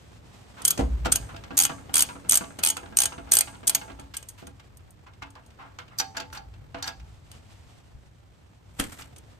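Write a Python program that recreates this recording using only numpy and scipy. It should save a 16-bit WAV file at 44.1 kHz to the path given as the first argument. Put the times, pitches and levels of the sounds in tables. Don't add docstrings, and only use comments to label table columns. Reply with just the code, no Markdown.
import sys
import numpy as np
from scipy import signal
from scipy.fft import rfft, irfft, next_fast_len
from scipy.io import wavfile
from scipy.ndimage import uniform_filter1d

SR = 44100
rng = np.random.default_rng(int(sys.argv[2]) if len(sys.argv) > 2 else 0)


def dump_mix(stems):
    frames = np.atleast_2d(stems).T
    limited = np.clip(frames, -1, 1)
    pcm = np.round(limited * 32767).astype(np.int16)
    wavfile.write(sys.argv[1], SR, pcm)


N = 414099

# (time [s], length [s], teeth passed [count], first click [dB],
# fade over the swing [dB], late slowing [0-1], mid-swing surge [0-1], socket knock [dB])
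SWINGS = [(0.651, 0.055, 3, -3.5, 3.5, 0, 0, -44.5), (1.1232, .034, 2, -3, 4.5, 0, 0, -41.5),
          (1.5758, 0.075, 7, -4.5, 2, 0.14, 0.27, -36), (1.9403, 0.082, 7, -3.5, 1.5, .09, 0.22, -29),
          (2.2939, 0.078, 7, -4.5, 1, 0.11, 0.54, -35), (2.6343, 0.066, 6, -4.5, 4, .06, 0.27, -28),
          (2.970, .085, 6, -3.5, 6, .12, .23, -31.5), (3.3189, 0.088, 6, -3.5, 4, 0.12, 0.12, -33),
          (3.6764, 0.072, 3, -4, 4, 0.99, 0, -31)]
# (time [s], level [dB], brightness [dB per octave])
TICKS = [(.618, -27.5, -5.5), (.7758, -19, -9), (2.588, -22.5, -7), (2.7681, -22, -4.5),
         (3.9958, -33.5, -6), (4.146, -33.5, -4), (4.1669, -17, 0), (4.2263, -33, -5), (4.2862, -25.5, 1),
         (4.4686, -32.5, -5), (4.7704, -39.5, 1), (4.9057, -42.5, 8), (5.3033, -43, -1),
         (5.4615, -45.5, -2), (7.3148, -33.5, -5), (9.1613, -37, -6), (9.182, -37.5, -1.5)]
# (time [s], level [dB], brightness [dB per octave])
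KNOCKS = [(1.055, -20.5, -0.5), (1.342, -35.5, -4.5), (1.505, -28, -5.5), (1.694, -24, -4.5),
          (2.407, -26, -6), (3.179, -31, -4.5), (3.898, -35, -4), (3.989, -35.5, -5.5), (4.138, -33, 5.5),
          (4.423, -36, -7.5), (4.472, -37.5, -10), (5.224, -32.5, -0.5), (5.786, -32, 1.5),
          (6.744, -27, -3), (8.989, -38, -2), (9.018, -38.5, 5.5)]
# (time [s], clink level [dB], clink brightness [dB per octave], hub knock level [dB])
CLINKS = [(5.985, -18, 10.5, -35), (5.9959, -14, 2.5, -25), (6.1672, -22, 1.5, -28),
          (6.1986, -29.5, 2, -28), (6.3262, -37, 11, -34.5), (6.3703, -31, -1.5, -36.5),
          (6.8244, -22, 0.5, -36), (6.8405, -25.5, -1.5, -48), (6.8745, -23, 1.5, -29)]
# (time [s], level [dB], contact decay [s], brightness [dB per octave])
SCUFFS = [(.567, -32.5, 0.037, -0.5), (1.047, -24, 0.0063, 3), (1.285, -34.5, .015, -0.5),
          (4.375, -39.5, 0.023, 6), (5.062, -40, 0.013, -3), (5.22, -30, 0.0047, -0.5),
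          (5.352, -37.5, 0.016, -3.5), (5.585, -31.5, 0.045, -3), (5.79, -35.5, .0085, .5),
          (5.905, -40.5, 0.0306, -2.5), (6.145, -33, 0.016, -1), (6.345, -32, .0083, 5),
          (6.755, -32.5, 0.038, -2), (6.855, -29.5, 0.018, 5)]
# (time [s], level [dB], contact decay [s], brightness [dB per octave])
BUMPS = [(.789, -17, 0.017, -1.5), (1.056, -23, 0.0083, 1), (7.945, -39.5, 0.0038, -16)]
# (time [s], level [dB], contact decay [s], brightness [dB per octave])
GRIPS = [(8.791, -25, 0.014, -1.5), (8.797, -14.5, 0.0023, 0), (8.812, -33.5, .02, 0),
         (8.838, -28.5, 0.0026, -1)]
# (time [s], level [dB], swell time [s])
SHOVES = [(0.791, -8.5, 0.19), (3.191, -41, 0.034), (3.911, -42, 0.028), (6.438, -39, 0.043),
          (6.968, -38.5, 0.025)]

# (frequency [Hz], width [Hz], level [dB])
RATCHET_MODES = [(2498, 120, -12.5), (2996, 39, -4.5), (3310, 41, -5), (4665, 350, -10.5), (5300, 72, -11),
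                 (6310, 380, -4), (6647, 73, 0.5), (7870, 420, -8), (8544, 300, 1), (8907, 210, -11.5),
                 (9270, 210, 3.5), (9810, 400, -3.5), (11740, 450, -3), (11800, 265, -16.5),
                 (14640, 170, -6)]
# (frequency [Hz], level [dB])
RATCHET_SNAP = [(100, -27.5), (400, -29.5), (1200, -24), (4000, -13.5), (8000, -16), (11000, -12.5),
                (13500, -22), (16000, -31.5)]
# (frequency [Hz], width [Hz], level [dB])
HUB_MODES = [(278.1, 7.8, 1), (494.3, 8.4, -2), (672, 15, 4), (804, 15, 7), (874, 4, 8.5), (974, 20, 1.5),
             (1140.6, 23, 1.5), (1340, 160, -0.5), (1435, 97, -4), (1625, 16, 6), (2140, 45, -2.5),
             (2644, 56, -9)]
# (frequency [Hz], level [dB])
HUB_KNOCK = [(60, -23.5), (250, -7.5), (600, -17.5), (1300, -14), (2800, -5.5), (5000, -13.5),
             (9000, -26.5), (16000, -41.5)]
# (frequency [Hz], level [dB])
THREAD_RASP = [(100, -21), (500, -16), (1000, 5.5), (1800, -2), (3200, -6.5), (5000, -16), (9000, -24.5),
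               (16000, -36)]
# (frequency [Hz], width [Hz], level [dB])
BOLT_MODES = [(779, 6.5, 13), (880, 7.2, 12), (1650, 18, 12), (2360, 56, -11), (3370, 41, -11),
              (3780, 44, 2), (4390, 85, 7.5), (4630, 67, -11), (4863, 77, 10), (5860, 110, 5.5),
              (6420, 44, 1), (7120, 102, 0), (8300, 170, -9), (11200, 460, -9)]
# (frequency [Hz], level [dB])
BOLT_CLINK = [(200, -20), (1000, -8), (3000, -7), (6000, -9), (9000, -19), (13000, -24), (16000, -36)]
# (frequency [Hz], width [Hz], level [dB])
PANEL_MODES = [(125, 20, 5), (194.6, 12, -0.5), (264, 10, 5.5), (502, 24, -0.5), (683, 90, -4),
               (805, 44, -3.5)]
# (frequency [Hz], level [dB])
PANEL_THUD = [(25, -21.5), (60, -12.5), (150, -5), (300, -2.5), (400, -8), (850, -8.5), (1200, -20),
              (4000, -25.5), (9000, -30), (16000, -50)]
# (frequency [Hz], width [Hz], level [dB])
HOUSING_MODES = [(208, 40, 6.5), (290, 50, 8), (407, 57, 0), (1690, 103, 1.5), (2060, 64, -14),
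                 (3250, 146, 2.5), (5200, 360, -19), (9300, 360, 3), (11600, 180, -8)]
# (frequency [Hz], level [dB])
HOUSING_TAP = [(25, 0), (70, 5), (300, 0), (600, -7), (1600, -4), (4000, -9), (9000, -12), (13000, -20),
               (16000, -34)]
# (frequency [Hz], level [dB], t60 [s])
BOOM_MODES = [(54.5, 0, .8), (64.5, -1, .75)]

# (time [s], level [dB])
RUB = [(0.0, -60), (0.55, -58.5), (0.91, -53), (3.89, -59), (4.18, -61.5), (5.07, -63), (5.96, -59.5),
       (6.2, -60), (8.13, -65), (8.76, -64.5), (8.92, -60), (9.39, -61)]
# (frequency [Hz], level [dB])
RUB_COLOUR = [(80, -12.5), (170, 3), (300, -0.5), (600, -5), (1200, -9.5), (3000, -18), (8000, -27.5),
              (16000, -35.5)]
# (time [s], level [dB])
BRUSHES = [(8.81, -34), (8.925, -45.5), (9.0, -44.5)]
# (frequency [Hz], level [dB])
FINGER_COLOUR = [(60, 5), (200, -4), (600, -4), (2000, -2.5), (5000, -11.5), (9000, -6.5), (14000, -16.5),
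                 (16000, -33)]
# (time [s], level [dB])
RUMBLE = [(0.0, -55), (0.63, -55.5), (0.83, -49), (0.99, -38.5), (1.54, -51), (5.88, -57), (6.72, -50.5),
          (8.42, -58.5), (9.07, -51.5), (9.39, -57.5)]
# (frequency [Hz], level [dB])
RUMBLE_COLOUR = [(15, -20), (35, -17.5), (56, 0.5), (80, 1.5), (105, 3), (150, -7), (250, -25.5),
                 (600, -59.5)]
# (time [s], level [dB])
AIR = [(0, -60), (.6, -53), (1.3, -66.5), (4.3, -62.5), (4.7, -69), (6.6, -70), (7.4, -56), (8.3, -66.5),
       (9.39, -64.5)]
# (frequency [Hz], level [dB])
AIR_COLOUR = [(100, -12.5), (230, -4), (330, -16.5), (700, -9.5), (1500, -16.5), (3200, -16.5), (5000, -21),
              (8500, -24), (11000, -27.5), (13500, -39.5), (15000, -54), (16000, -70)]

# (frequency [Hz], t60 [s])
ROOM_T60 = [(100, 0.4), (800, 0.22), (3000, 0.078), (8000, 0.57), (15000, 0.16)]
# (frequency [Hz], level [dB])
ROOM_DB = [(100, -2.5), (800, -6), (3000, -6), (6500, -20.5), (9000, -24.5), (15000, -26)]
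# (frequency [Hz], likeness [0-1])
LIKENESS = [(60, .98), (125, .65), (250, .2), (500, 0), (5000, .1), (6300, .7), (7700, .96), (15000, .94)]
# (frequency [Hz], left lead [radians])
LEAD = [(3000, 0), (6000, -1.3), (7400, -.6), (8000, 0), (9300, 1.7), (10450, 3.14), (11800, 4.7),
        (13000, 6.2), (13700, 6.6), (15200, 9.3)]
# (frequency [Hz], left minus right [dB])
BALANCE_DB = [(125, 0.5), (300, -1), (700, -4), (1200, 0), (3000, -0.5), (4600, -0.5), (6500, -3),
              (8000, 0)]

SKIM_DB, TOOTH_SPREAD_DB = 6, 1.78
RELEASE_S, BITE_S, SETTLE_S = 0.047, 0.065, 0.13
RELEASE_DB, SETTLE_DB = -5, -5.5
PLAY_CONTACT_S, BITE_DB_PER_OCTAVE, LOOSE_DB_PER_OCTAVE = 0.009, -1.5, -5.5
TICK_CONTACT_S, KNOCK_CONTACT_S, CLINK_CONTACT_S = 0.0042, 0.0075, 0.005
JOLT_CONTACT_S, JOLT_DB_PER_OCTAVE = 0.014, -0.5
WORK_START_S, WORK_END_S = 1.2, 7.0
RATTLE_DB, RATTLE_SPREAD_DB, RATTLE_CONTACT_S = 11.5, 3.5, 0.006
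RUB_DB, RUMBLE_DB = 3, 2.5
SWING_RUB_DB, SWING_RUB_LAG_S, SWING_RUB_RISE_S, SWING_RUB_FALL_S = -51.5, 0.025, 0.047, 0.11
BRUSH_RISE_S, BRUSH_FALL_S = 0.017, 0.034
EDGE_HZ = 15900


def ratchet(coupling_db=-15, contact_s=0.0019, shade_db=1.16):
    coupled_hub = [(hz, width, db + coupling_db) for hz, width, db in HUB_MODES]
    teeth = [(s, db, contact_s, shade_db * rng.standard_normal()) for s, db in pawl_drops()]
    clicks = strikes(teeth, list(RATCHET_MODES) + coupled_hub, RATCHET_SNAP, gain_db=15.5, rise_s=0.0006,
                     scatter_db=-6.5, scatter_s=0.0072, vary_db=3.0, lead_in_db=-7.0)
    singles = [(s, db, TICK_CONTACT_S, bright_db) for s, db, bright_db in TICKS]
    ticks = strikes(singles, RATCHET_MODES, RATCHET_SNAP, gain_db=14.5, rise_s=0.00078,
                    scatter_db=-21, scatter_s=0.021, vary_db=1)
    return clicks + ticks


def pawl_drops():
    drops = []
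    for start, length, teeth, db, fade_db, slowing, surge, _ in SWINGS:
        u = np.linspace(0, 1, round(teeth))
        arch = u * (1 - u)
        times = start + length * (u - slowing * arch + surge * arch * (1 - 2 * u))
        skim = SKIM_DB * surge * np.sin(np.pi * u)
        spread = TOOTH_SPREAD_DB * rng.standard_normal(len(u))
        drops += zip(times, db - fade_db * u - skim + spread)
    return drops


def suspension():
    blows = [(s, db, KNOCK_CONTACT_S, bright_db) for s, db, bright_db in KNOCKS]
    jolts = [(s, hub_db, JOLT_CONTACT_S, JOLT_DB_PER_OCTAVE) for s, _, _, hub_db in CLINKS]
    steel = [(s, db, CLINK_CONTACT_S, bright_db) for s, db, bright_db, _ in CLINKS]
    hub_blows = blows + jolts + socket_play() + rattles()
    knocks = strikes(hub_blows, HUB_MODES, HUB_KNOCK, gain_db=21.5, rise_s=0.002,
                     scatter_db=-20.0, scatter_s=0.024, vary_db=3.5, lead_in_db=-27)
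    scuffs = strikes(SCUFFS, HUB_MODES, THREAD_RASP, gain_db=20, rise_s=0.02,
                     scatter_db=-31.0, scatter_s=0.04, vary_db=0.5, lead_in_db=-34.5, lumpy_db=-0.5)
    clinks = strikes(steel, BOLT_MODES, BOLT_CLINK, gain_db=19.5, rise_s=0.0036,
                     scatter_db=-15, scatter_s=0.013, vary_db=4.0)
    return knocks + scuffs + clinks


def socket_play():
    rows = []
    for start, length, *_, db in SWINGS:
        end = start + length
        rows += [(start - RELEASE_S, db + RELEASE_DB, PLAY_CONTACT_S, LOOSE_DB_PER_OCTAVE),
                 (end + BITE_S, db, PLAY_CONTACT_S, BITE_DB_PER_OCTAVE),
                 (end + SETTLE_S, db + SETTLE_DB, PLAY_CONTACT_S, LOOSE_DB_PER_OCTAVE)]
    return rows


def rattles(count=30):
    rows, step_s = [], (WORK_END_S - WORK_START_S) / count
    for k in range(count):
        s = WORK_START_S + (k + rng.random()) * step_s
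        rub_db = np.interp(s, *np.transpose(RUB))
        db = rub_db + RATTLE_DB + RATTLE_SPREAD_DB * rng.standard_normal()
        rows.append((s, db, RATTLE_CONTACT_S, rng.uniform(-2.002, 3.7)))
    return rows


def bodywork():
    bumps = strikes(BUMPS, PANEL_MODES, PANEL_THUD, gain_db=26.5, rise_s=0.002,
                    scatter_db=-19.0, scatter_s=0.036, vary_db=2.0)
    grips = strikes(GRIPS, HOUSING_MODES, HOUSING_TAP, gain_db=19, rise_s=0.0015,
                    scatter_db=-21, scatter_s=0.016, vary_db=1.5)
    return bumps + grips


def boom():
    t, out = np.arange(SR) / SR, np.zeros(N + SR)
    ring = np.zeros(SR)
    for k, (hz, db, t60) in enumerate(BOOM_MODES):
        polarity = (-1) ** k
        ring += polarity * amp(db - 60 * t / t60) * np.sin(2 * np.pi * hz * t)
    for s, db, swell_s in SHOVES:
        out[round(s * SR):][:SR] += amp(db) * ring * (1 - np.exp(-t / swell_s))
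    return out[:N]


def strikes(rows, modes, broad, gain_db, rise_s, scatter_db, scatter_s, vary_db,
            lead_in_db=-22, lumpy_db=3, size=16384):
    lead = size // 64
    t, hz = (np.arange(size) - lead) / SR, np.fft.rfftfreq(size, 1 / SR)
    after = np.maximum(t, 0)
    lead_in = amp(lead_in_db) * np.exp(-abs(t) / 0.0056)
    centre, width, mode_db = np.transpose(modes)[:, :, None]
    peaks = amp(mode_db) ** 2 / (1 + (2 * (hz - centre) / width) ** 2)
    peaks = peaks / (1 + ((hz - centre) / (10 * width)) ** 2)
    broad_power = amp(read(broad, hz)) ** 2
    octaves = np.log2(np.maximum(hz, broad[1][0]) / centre.mean())
    out = np.zeros((2, N + 2 * size))
    for s, db, contact_s, bright_db in rows:
        share = amp(vary_db * rng.standard_normal(len(modes))) ** 2
        body = causal(np.sqrt(share @ peaks + broad_power) * amp(bright_db * octaves))
        force = np.exp(-after / max(contact_s, 1e-4)) + amp(scatter_db) * np.exp(-after / scatter_s)
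        force *= 1 - np.exp(-after / rise_s)
        lumps = unit(uniform_filter1d(rng.standard_normal(size), size // 256))
        envelope = amp(lumpy_db * lumps) * (lead_in * rng.random() ** 2 + force)
        chatter = rng.standard_normal((2, size)) * envelope
        ring = irfft(rfft(chatter) * body)
        ring /= np.linalg.norm(ring, axis=1, keepdims=True)
        out[:, round(s * SR):][:, :size] += amp(db + gain_db) * ring
    return out[:, lead:][:, :N]


def causal(gain):
    log_gain = np.log(np.maximum(gain, 1e-5))
    circle = np.concatenate([log_gain, log_gain[-2:0:-1]])
    return np.exp(np.conj(signal.hilbert(circle)))[:len(gain)]


def background():
    swing_peaks = [(s + SWING_RUB_LAG_S, SWING_RUB_DB) for s, *_ in SWINGS]
    swing_rub = swells(swing_peaks, SWING_RUB_RISE_S, SWING_RUB_FALL_S)
    hands = (amp(RUB_DB) * level(RUB) + swing_rub) * noise(RUB_COLOUR, grain_db=2.0)
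    fingers = swells(BRUSHES, BRUSH_RISE_S, BRUSH_FALL_S) * noise(FINGER_COLOUR, grain_db=3.5)
    rumble = amp(RUMBLE_DB) * level(RUMBLE) * noise(RUMBLE_COLOUR, grain_db=0.73, size=6000)
    air = level(AIR) * noise(AIR_COLOUR, grain_db=2.7, size=2000)
    return hands + fingers + rumble + air


def noise(colour, grain_db=0, size=300):
    flicker = unit(uniform_filter1d(rng.standard_normal(N), size))
    white = rng.standard_normal((2, N)) * amp(grain_db * flicker)
    n = next_fast_len(N)
    tone = amp(read(colour, np.fft.rfftfreq(n, 1 / SR)))
    return unit(irfft(rfft(white, n) * tone, n)[:, :N])


def swells(rows, rise_s, fall_s):
    t = np.arange(N) / SR
    return sum(amp(db) * np.exp(-np.maximum((s - t) / rise_s, (t - s) / fall_s)) for s, db in rows)


def level(curve):
    return amp(np.interp(np.arange(N) / SR, *np.transpose(curve)))


def garage(x, build_s=0.0049, size=256):
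    hz, t, z = signal.stft(rng.standard_normal((2, SR)), SR, nperseg=size)
    t60 = np.clip(read(ROOM_T60, hz), 0.15, 1.2)[:, None]
    fade = amp(-60 * t / t60) * (1 - np.exp(-t / build_s))
    fade *= amp(read(ROOM_DB, hz))[:, None] / np.sqrt(SR * np.mean(fade ** 2, axis=1, keepdims=True))
    echo = signal.istft(z * fade, SR, nperseg=size)[1]
    return signal.fftconvolve(x, echo, axes=1)[:, :N]


def ports(x):
    n = next_fast_len(N + SR // 10)
    hz, (a, b) = np.fft.rfftfreq(n, 1 / SR), rfft(x, n)
    same = np.clip(read(LIKENESS, hz), -1, 1)
    lean = amp(read(BALANCE_DB, hz) / 2)
    right = (same * a + np.sqrt(1 - same ** 2) * b) * np.exp(-1j * read(LEAD, hz))
    return irfft(np.array([a * lean, right / lean]), n)[:, :N]


def amp(db):
    return 10 ** (np.asarray(db) / 20)


def unit(x):
    return x / np.sqrt(np.mean(x ** 2) + 1e-20)


def read(points, hz):
    f, value = np.transpose(points)
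    return np.interp(np.log(hz + 1), np.log(f + 1), value)


def scene():
    blows = ratchet() + suspension() + bodywork()
    return ports(blows + garage(blows) + background()) + boom()


def record(dry):
    low_pass = signal.firwin(255, EDGE_HZ, window=("kaiser", 9), fs=SR)
    rounded = dry / (1 + (dry / 0.95) ** 6) ** (1 / 6)
    return signal.oaconvolve(rounded, low_pass[None], "same", axes=1)


dry = scene()
out = record(dry)
dump_mix(out)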